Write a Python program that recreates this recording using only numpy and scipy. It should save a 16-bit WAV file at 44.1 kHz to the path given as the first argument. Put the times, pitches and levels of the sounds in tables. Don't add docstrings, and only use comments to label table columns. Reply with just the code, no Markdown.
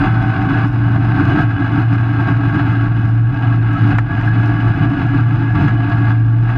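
import sys
import numpy as np
from scipy import signal
from scipy.fft import rfft, irfft, next_fast_len
from scipy.io import wavfile
from scipy.ndimage import uniform_filter1d, minimum_filter1d

SR = 44100
rng = np.random.default_rng(int(sys.argv[2]) if len(sys.argv) > 2 else 0)


def wrap_up_sound(samples):
    columns = np.atleast_2d(samples).T
    tamed = np.clip(columns, -1, 1)
    steps = np.round(tamed * 32767).astype(np.int16)
    wavfile.write(sys.argv[1], SR, steps)


N = 289737
TIME = np.arange(N) / SR

# enter_s, leave_s, crunch_db, rumble_db, growth_db
GRAVEL_PATCHES = [(-0.102, 0.08, -22, -16.0, 2), (0.079, 0.648, -24, -17, 2), (0.676, 0.965, -28, -19.5, 5),
                  (0.978, 1.417, -20.5, -12, 7.5), (1.444, 1.804, -23.5, -14.5, 9.5),
                  (1.81, 2.314, -23.5, -16.5, 10), (2.298, 2.61, -24.5, -17.5, 6.5),
                  (2.599, 2.869, -28, -20.5, -2), (2.856, 3.091, -32, -22.0, 1),
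                  (3.299, 3.544, -26.5, -20, 2.0), (3.581, 3.936, -24.5, -16.5, 6.5),
                  (4.05, 4.287, -25.0, -18.5, 5), (4.283, 4.695, -25.5, -16, 4),
                  (4.698, 4.841, -24, -14, 7), (4.846, 5.207, -27.5, -18.5, 1.0),
                  (5.227, 5.5, -28.5, -21.0, 2.5), (5.499, 5.688, -21.5, -12.5, 5.5),
                  (5.685, 6.116, -26.5, -19.5, 3), (6.411, 6.605, -29, -28.5, 1.5)]
# centre_s, crunch_db, rumble_db
ROAD_BUMPS = [(0.38, -31.5, -17), (0.962, -28.5, -17), (1.211, -30, -16), (1.94, -28.5, -23),
              (2.29, -25, -18), (2.56, -26, -13), (3.43, -32, -20), (3.79, -27, -21), (5.02, -27, -16.5),
              (5.921, -28, -20.5)]
# pitch_hz, half_width_hz, relative_db
AXLE_MODES = [(52, 16, -14.5), (93.8, 4.6, 1), (135, 20, -12), (147.3, 32, -1.5), (197, 33, -10.5),
              (285.3, 18.8, 0), (329.4, 12, -10.5), (370, 14, -17.5), (440, 26, -26.5)]
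# pitch_hz, half_width_hz, relative_db
PANEL_MODES = [(701, 51, -3.5), (746.4, 15, -1), (930, 224, -11.5), (880.5, 36, -2), (1168, 55, -5.5),
               (1207, 90, -9.5), (1345, 23, -4), (1461, 26, -2), (1609, 99, -1.5), (1930, 34, -16.5),
               (2057, 82, -14), (2244, 86, -16.5), (2510, 92, -14), (2800, 130, -17), (3130, 91, -31),
               (3370, 160, -26), (3760, 46, -27), (3893, 132, -29), (4220, 160, -32.5), (4730, 108, -33.5),
               (5060, 160, -37.5), (5300, 274, -43.5), (5970, 220, -47), (6600, 480, -52.5),
               (7424, 1400, -57), (9179, 5900, -59)]
# pitch_hz, half_width_hz, relative_db
STEEL_MODES = [(690, 9, -6), (770, 9, -4), (1111, 10, -5), (1304, 12, -3), (1412, 14, -7), (1661, 12, -2),
               (2076, 15, -14), (2293, 12, -17), (2561, 9, -19), (2585, 11, -13), (2948, 20, -17),
               (2980, 12, -18), (3382, 16, -26), (3431, 16, -23), (3903, 11, -28), (3975, 10, -34),
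               (4211, 12, -29), (4738, 7, -35), (4862, 20, -33), (5050, 7, -36), (6367, 14, -42),
               (6480, 60, -45)]
# pitch_hz, half_width_hz, relative_db
GRIT_MODES = [(3850, 150, 2.5), (5170, 320, 2), (6400, 710, -9.5), (9600, 2200, -14.5)]
# pitch_hz, half_width_hz, relative_db
AIR_ENGINE_BANDS = [(39, 9.1, 0.5), (58.5, 17, 0.5), (450, 370, -28)]
# time_s, level_db
AIR_ENGINE_LEVEL = [(0, -30), (1.3, -31.5), (1.8, -37.5), (2.4, -31.5), (3.2, -31), (4.6, -31.5),
                    (5.8, -29.5), (6.57, -30.5)]
# time_s, pitch_hz
DRONE_TRACK = [(0.12, 114.8), (1.32, 116.1), (1.38, 112.8), (2.08, 115.5), (3.1, 113.7), (3.42, 116.6),
               (3.82, 111.6), (4.47, 114.2), (4.79, 112.0), (4.9, 116.6), (6.28, 113.5), (6.57, 118.2)]
# centre_s, lost_fraction, half_length_s
DRONE_FALTERS = [(0.032, 1, 0.026), (0.367, .65, 0.048), (.51, 0.97, 0.037), (0.715, 0.79, 0.017),
                 (1.212, 0.64, 0.019), (1.355, 0.64, 0.039), (1.585, 0.98, 0.026), (2.544, 0.76, 0.028),
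                 (3.328, 0.62, .03), (3.773, 0.94, .018), (4.105, .75, 0.075), (4.766, .85, 0.032),
                 (4.978, 0.74, 0.05), (5.606, 0.8, .035), (5.902, 0.64, 0.031)]
# time_s, turns_hz
SHAFT_SPEED = [(0, 26.4), (0.3, 26.52), (0.65, 26.75), (1, 26.73), (1.4, 27.38), (1.8, 27.4), (2.2, 27.62),
               (2.6, 27.8), (3.1, 28.05), (3.5, 27.95), (3.8, 27.95), (4.1, 28.68), (4.5, 28.57),
               (4.9, 28.7), (5.2, 28.82), (5.6, 28.8), (6, 28.55), (6.57, 28.3)]
# meshes_per_turn, steady_relative_db, ring_shaft_hz, ring_relative_db
GEAR_MESHES = [(24, -45, 28.7, -41), (29, -42.5, 26.5, -32), (40, -42, 27.7, -44), (48, -47, 27.6, -44),
               (56, -47, 26.5, -36.5), (58, -37, 28.68, -35.5)]
# start_s, peak_db
STONE_TICKS = [(0.9188, -43), (1.2365, -48), (1.2522, -35), (1.285, -40), (1.72, -46), (1.936, -40),
               (3.1757, -56), (3.7326, -42.5), (3.9005, -45), (3.991, -50), (3.999, -48), (4.2113, -47),
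               (4.4602, -42), (5.0655, -44), (5.6795, -52), (5.8975, -41), (6.2801, -52)]
# pitch_hz, half_width_hz, relative_db
TICK_MODES = [(4480, 1600, 7.5), (6500, 900, -10.0), (10500, 2300, -9)]
# start_s, peak_db, decay_s
STONE_KNOCKS = [(2.596, -20, .003), (3.9845, -6, .004), (3.991, -16, .004), (4.212, -18, .003),
                (5.682, -18, .005), (5.977, -21, .004), (6.492, -20, .005)]
# pitch_hz, half_width_hz, relative_db
FRAME_MODES = [(850, 150, -4), (1350, 210, -1), (1840, 210, -1.5), (2920, 404, -23.5), (6000, 1400, -42)]
# start_s, level_db, pitch_hz, length_s
JOINT_SQUEAKS = [(3.74, -24, 1305, .045), (4.273, -18, 1660, .014), (4.28, -24, 1660, .06)]

PACKED_CRUNCH_DB, PACKED_RUMBLE_DB = -35, -24.5


def undb(db):
    return 10 ** (np.asarray(db) / 20)


def unit(x):
    return x / np.sqrt(np.mean(x ** 2))


def curve(table):
    return np.interp(TIME, *np.transpose(table))


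def walk(rate_hz):
    hold = max(int(SR / rate_hz), 2)
    held = rng.standard_normal(N)[np.arange(N) // hold]
    return 1.103 * uniform_filter1d(uniform_filter1d(held, hold), hold)


def mode_power(modes, size):
    f = np.arange(size // 2 + 1) * SR / size
    return sum(undb(db) ** 2 / (1 + ((f - hz) / width) ** 2) ** 2 for hz, width, db in modes)


def ring(force, modes):
    size = next_fast_len(N + SR // 2, real=True) // 2 * 2
    cepstrum = irfft(np.log(mode_power(modes, size)) / 2, size)
    cepstrum[1:size // 2] *= 2
    cepstrum[size // 2 + 1:] = 0
    response = np.exp(rfft(cepstrum))
    return unit(irfft(rfft(force, size) * response, size)[:N])


def grains(per_s, spread_db):
    hit = rng.random(N) < per_s / SR
    size = undb(spread_db * np.minimum(rng.exponential(size=N), 5))
    return unit(hit * size * rng.choice([-1, 1], N))


def road(bump_half_s=0.026, bite_s=0.06, clear_s=0.036):
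    surges = [(np.exp(-((TIME - centre_s) / bump_half_s) ** 2), crunch_db, rumble_db)
              for centre_s, crunch_db, rumble_db in ROAD_BUMPS]
    for enter_s, leave_s, crunch_db, rumble_db, growth_db in GRAVEL_PATCHES:
        bite = np.clip((TIME - enter_s) / bite_s, 0, 1)
        heap = undb(np.interp(TIME, [enter_s, leave_s], [-growth_db, 0]))
        clear = np.exp(-np.maximum(TIME - leave_s, 0) / clear_s)
        surges.append((bite * heap * clear, crunch_db, rumble_db))
    crunch_power = undb(PACKED_CRUNCH_DB) ** 2 + sum((shape * undb(db)) ** 2 for shape, db, _ in surges)
    rumble_power = undb(PACKED_RUMBLE_DB) ** 2 + sum((shape * undb(db)) ** 2 for shape, _, db in surges)
    return 10 * np.log10(crunch_power), 10 * np.log10(rumble_power)


def tyres(crunch_db, rumble_db):
    jolt_db = walk(30)
    rumble = ring(rng.standard_normal(N), AXLE_MODES) * undb(rumble_db + jolt_db)
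    crush = undb(crunch_db + jolt_db + 1.1 * walk(140))
    panels = ring(grains(per_s=3200, spread_db=2.5), PANEL_MODES) * undb(-1.5)
    steel = ring(grains(per_s=3000, spread_db=2.5), STEEL_MODES) * undb(-7)
    return rumble + (panels + steel) * crush


def grit(rough_db, packed_db=-69.5):
    spray = grains(per_s=800, spread_db=4.4) * undb(3.6 * walk(24))
    return ring(spray, GRIT_MODES) * undb(packed_db + 0.55 * rough_db)


def air_and_engine():
    return ring(rng.standard_normal(N), AIR_ENGINE_BANDS) * undb(curve(AIR_ENGINE_LEVEL))


def drone(rough_db, packed_db=-11, slip_hz=8.95):
    swing = 1
    for centre_s, lost, half_length_s in DRONE_FALTERS:
        swing = swing * (1 - lost * np.exp(-((TIME - centre_s) / half_length_s) ** 2))
    pitch_hz = curve(DRONE_TRACK) + slip_hz * (1 - swing) * walk(30)
    shake, sag = 0.23, 0.34
    level_db = packed_db + rough_db * (shake * walk(22) - sag)
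    return np.sqrt(2) * np.sin(2 * np.pi * np.cumsum(pitch_hz) / SR) * swing * undb(level_db)


def gears(crunch_db, ring_half_width_hz=0.11):
    shaft_hz = curve(SHAFT_SPEED)
    flutter = 1 + 0.0012 * walk(25)
    shaft_angle = 2 * np.pi * np.cumsum(shaft_hz * flutter) / SR
    whine = 0
    for meshes, steady_db, ring_shaft_hz, ring_db in GEAR_MESHES:
        detuning = (shaft_hz - ring_shaft_hz) / ring_half_width_hz
        level = np.hypot(undb(steady_db), undb(ring_db) / np.hypot(1, detuning))
        load_flutter = undb(2.4 * walk(28))
        phase = meshes * shaft_angle + 0.43 * walk(45)
        whine = whine + np.sqrt(2) * np.sin(phase) * level * load_flutter
    load_db = 0.9 * (crunch_db - np.mean(crunch_db))
    return whine * undb(load_db - 0.5)


def strikes(rows, modes, attack_s=0.00044):
    out, count = np.zeros(N), 4096
    colour = np.sqrt(mode_power(modes, count))
    age = np.arange(count) / SR
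    for start_s, peak_db, decay_s in rows:
        chatter = irfft(rfft(rng.standard_normal(count)) * colour)
        blow = chatter * np.exp(-age / decay_s) * (1 - np.exp(-age / attack_s))
        blow *= undb(peak_db) / np.abs(blow).max()
        start = int(start_s * SR)
        out[start:start + count] += blow[:N - start]
    return out


def stones(tick_decay_s=0.0025):
    ticks = [(start_s, peak_db, tick_decay_s) for start_s, peak_db in STONE_TICKS]
    return strikes(ticks, TICK_MODES) + strikes(STONE_KNOCKS, FRAME_MODES)


def squeaks():
    out = np.zeros(N)
    wobble_rad = 0.44 * walk(320)
    for start_s, level_db, pitch_hz, length_s in JOINT_SQUEAKS:
        swell = np.sin(np.pi * np.clip((TIME - start_s) / length_s, 0, 1))
        out += np.sqrt(2) * undb(level_db) * swell * np.sin(2 * np.pi * pitch_hz * TIME + wobble_rad)
    return out


def scene():
    crunch_db, rumble_db = road()
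    rough_db = crunch_db - PACKED_CRUNCH_DB
    whine = gears(crunch_db)
    rolling = tyres(crunch_db, rumble_db) + grit(rough_db)
    return (rolling + air_and_engine() + drone(rough_db) + whine + stones() + squeaks())[None]


def record(dry):
    low_cut_hz, top_hz, ceiling = 22, 15000, 0.8
    low_cut = signal.butter(2, low_cut_hz, "high", fs=SR, output="sos")
    top_cut = signal.ellip(8, 0.2, 70, top_hz, fs=SR, output="sos")
    x = signal.sosfilt(low_cut, dry)
    gain = np.minimum(1, ceiling / (np.abs(x) + 1e-9))
    held = minimum_filter1d(gain, size=400)
    smoothed = uniform_filter1d(uniform_filter1d(held, size=200), size=200)
    return signal.sosfilt(top_cut, x * smoothed)


dry = scene()
out = record(dry)
wrap_up_sound(out)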